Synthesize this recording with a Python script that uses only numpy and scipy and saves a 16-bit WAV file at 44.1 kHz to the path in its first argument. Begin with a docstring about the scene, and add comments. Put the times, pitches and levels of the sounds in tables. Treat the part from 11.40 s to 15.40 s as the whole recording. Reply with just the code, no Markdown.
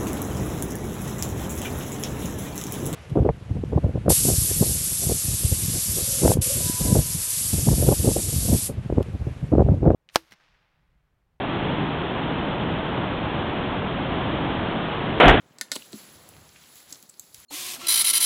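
"""A rocky forest pool: a creek runs through it, a steady broad rush with small bubbles and low gurgles.
Near the end a person drops in from a rock: the water slaps, air pockets plop, the cavity gulps shut
and throbs, and spray falls back. A small narrow-band microphone overloads on the splash."""
import sys
import numpy as np
from scipy import signal
from scipy.fft import rfft, irfft
from scipy.io import wavfile

SR = 44100
rng = np.random.default_rng(int(sys.argv[2]) if len(sys.argv) > 2 else 0)


def unload_audio(sound):
    """Save the sound as a 16-bit wav file, at the path given as the first command line argument."""
    columns = np.transpose(np.atleast_2d(sound))
    # keep every value between -1 and 1, then stretch to whole-number steps
    steps = np.round(np.clip(columns, -1, 1) * 32767)
    wavfile.write(sys.argv[1], SR, steps.astype(np.int16))


N = 176400
TIME_S = np.arange(N) / SR
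BIN_HZ = np.maximum(np.arange(N // 2 + 1) * SR / N, 1)
BAND_STOP_HZ = 4775


def from_db(db):
    """Decibels to gain."""
    return 10 ** (np.asarray(db) / 20)


def unit_rms(x):
    """Scale to rms 1."""
    return x / np.sqrt(np.mean(x ** 2) + 1e-20)


def drift(corner_hz):
    """Smooth random wander, rms 1."""
    hop, settle = 40, 2000
    pole = np.exp(-2 * np.pi * corner_hz * hop / SR)
    white = rng.standard_normal(N // hop + settle + 2)
    slow = signal.lfilter([1], [1, -2 * pole, pole * pole], white)[settle:]
    return np.interp(np.arange(N) / hop, np.arange(len(slow)), unit_rms(slow))


def envelope(start_s, attack_s, hold_s, fall_db_per_s):
    """Linear rise, hold, exponential fall."""
    age_s = TIME_S - start_s
    fall_db = fall_db_per_s * np.maximum(age_s - attack_s - hold_s, 0)
    return np.clip(age_s / attack_s, 0, 1) * from_db(-fall_db)


def colour(x, spectrum):
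    """Shape by (Hz, dB) rows and band-limit; rms 1."""
    hz, db = np.transpose(spectrum)
    gain = from_db(np.interp(np.log(BIN_HZ), np.log(hz), db))
    band_limit = (BIN_HZ < BAND_STOP_HZ) * np.minimum(BIN_HZ / hz[0], 1)
    return unit_rms(irfft(rfft(x) * gain * band_limit, N))


def rush():
    """Distant white water: each half octave flickers alone; the low bands swell and sink together."""
    # Each row: frequency in Hz, relative spectral density in dB.
    spectrum = [(25, -12), (55, -6), (110, -1.5), (165, .5), (220, -2.5), (310, -2), (490, -7.5), (850, -7),
                (1300, -12.5), (2300, -18.5), (3300, -16.5), (4500, -25)]
    # Each row: time in seconds, low-band level about its mean in dB.
    low_swell = [(0, -0.7), (.32, 1.5), (.68, -1.4), (.9, 0.5), (1.33, 0.5), (1.5, -0.1), (2.1, 0.1),
                 (2.35, -0.5), (2.7, 1.3), (2.88, 2), (3.15, 0.3), (3.42, -3), (3.7, -0.7)]
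    bands, base_hz, swell_top_hz = 15, 35, 330
    level_db, flicker_db, surge_db = -26, 0.5, 0.44
    white = rfft(rng.standard_normal(N))
    swell_db = np.interp(TIME_S, *np.transpose(low_swell))
    band_index = np.clip(2 * np.log2(BIN_HZ / base_hz), 0, bands - 1)
    out = 0
    for k in range(bands):
        hz = base_hz * 2 ** (k / 2)
        band = irfft(white * np.maximum(1 - abs(band_index - k), 0), N)
        out += band * from_db(flicker_db * drift(corner_hz=16) + swell_db * (hz < swell_top_hz))
    return from_db(level_db + surge_db * drift(corner_hz=1)) * colour(out, spectrum)


def bubble_cloud(per_s, low_hz, high_hz, pitches, t60_cycles, spread_db, tilt_db_per_oct):
    """Bubbles of random strength and pitch, each ringing a few cycles; rms 1."""
    strengths = from_db(spread_db * np.minimum(rng.exponential(1, N), 5)) * rng.choice([-1, 1], N)
    kicks = strengths * (rng.random(N) < per_s / SR)
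    pitch_index = rng.integers(0, pitches, N)
    out = 0
    for k, hz in enumerate(np.geomspace(low_hz, high_hz, pitches)):
        radius = np.exp(-np.log(1000) * hz / (t60_cycles * SR))
        resonator = [1, -2 * radius * np.cos(2 * np.pi * hz / SR), radius * radius]
        ring = signal.lfilter([1, 0, -1], resonator, kicks * (pitch_index == k) + 1e-18)
        out += from_db(tilt_db_per_oct * np.log2(hz / low_hz)) * ring
    return unit_rms(out)


def creek():
    """The rush, bubbles in the riffles, gurgles between the stones."""
    bubbles = bubble_cloud(per_s=900, low_hz=445, high_hz=3700, pitches=36,
                           t60_cycles=11, spread_db=3.5, tilt_db_per_oct=-2.5)
    gurgles = bubble_cloud(per_s=70, low_hz=125, high_hz=390, pitches=14,
                           t60_cycles=9, spread_db=2.5, tilt_db_per_oct=0.7)
    return rush() + from_db(-39.5) * bubbles + from_db(-36) * gurgles


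def slap():
    """The surface tears in three bursts: entry, body, cavity closing."""
    # Each row: start in seconds, level in dB, hold in seconds, fall in dB per second.
    bursts = [(3.799, -7.5, 0.015, 600), (3.827, -7.5, 0.0095, 280), (3.878, -8, 0.013, 448)]
    # Each row: frequency in Hz, relative spectral density in dB.
    spectrum = [(40, -35), (150, -14.5), (300, -6), (500, -3.5), (750, -0.5), (950, -7.5), (1300, -5.5),
                (1650, -11.5), (2200, -10.5), (3300, -15), (4500, -19)]
    attack_s = 0.002
    power = sum((from_db(db) * envelope(start_s, attack_s, hold_s, fall_db_per_s)) ** 2
                for start_s, db, hold_s, fall_db_per_s in bursts)
    return np.sqrt(power) * colour(rng.standard_normal(N), spectrum)


def trapped_air():
    """Small pockets ring as they pinch off; the big cavity behind the body throbs a few deep cycles."""
    # Each row: start in seconds, pitch in Hz, peak in dB, t60 in seconds.
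    pockets = [(3.801, 493.3, -14, 0.28), (3.802, 714, -10, .35), (3.838, 156, -14, 0.23),
               (3.856, 291, -8, 0.17), (3.868, 389.5, -15.5, 0.26), (3.881, 677, -13.5, 0.24)]
    cavity_s, cavity_hz = 3.857, 41.2
    throb = from_db(-12.5) * envelope(cavity_s, attack_s=0.014, hold_s=0.041, fall_db_per_s=300)
    out = throb * np.sin(2 * np.pi * cavity_hz * (TIME_S - cavity_s))
    for start_s, hz, db, t60_s in pockets:
        plop = from_db(db) * envelope(start_s, attack_s=0.003, hold_s=0, fall_db_per_s=60 / t60_s)
        out += plop * np.sin(2 * np.pi * hz * (TIME_S - start_s))
    return out


def spray():
    """Thrown water swells up and patters back in clumps."""
    # Each row: frequency in Hz, relative spectral density in dB.
    spectrum = [(30, -8), (70, -3), (130, -1), (200, -4), (290, 0.5), (550, -9), (750, -3), (1000, -10),
                (1800, -9), (2400, -16.5), (3300, -11.5), (4500, -28)]
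    clump_db = 2 * drift(corner_hz=170)
    drops = rng.standard_normal(N) * from_db(clump_db)
    swell = envelope(start_s=3.83, attack_s=0.028, hold_s=0.043, fall_db_per_s=97)
    return from_db(-11) * swell * colour(drops, spectrum)


def scene():
    """Creek and plunge, mono."""
    return (creek() + slap() + trapped_air() + spray())[None]


def record(dry):
    """Microphone overload, telephone-width low-pass, hard clip on the tallest peaks."""
    saturation, ceiling = 0.81, 0.76
    band_edge_hz, cutoff_hz = 3600, 15800
    x = saturation * np.tanh(dry / saturation)
    x = signal.sosfilt(signal.butter(11, band_edge_hz, fs=SR, output="sos"), x)
    x = signal.sosfilt(signal.cheby2(16, 60, BAND_STOP_HZ, fs=SR, output="sos"), x)
    x = np.clip(x, -ceiling, ceiling)
    return signal.sosfilt(signal.ellip(10, 0.1, 80, cutoff_hz, fs=SR, output="sos"), x)


dry = scene()
out = record(dry)
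unload_audio(out)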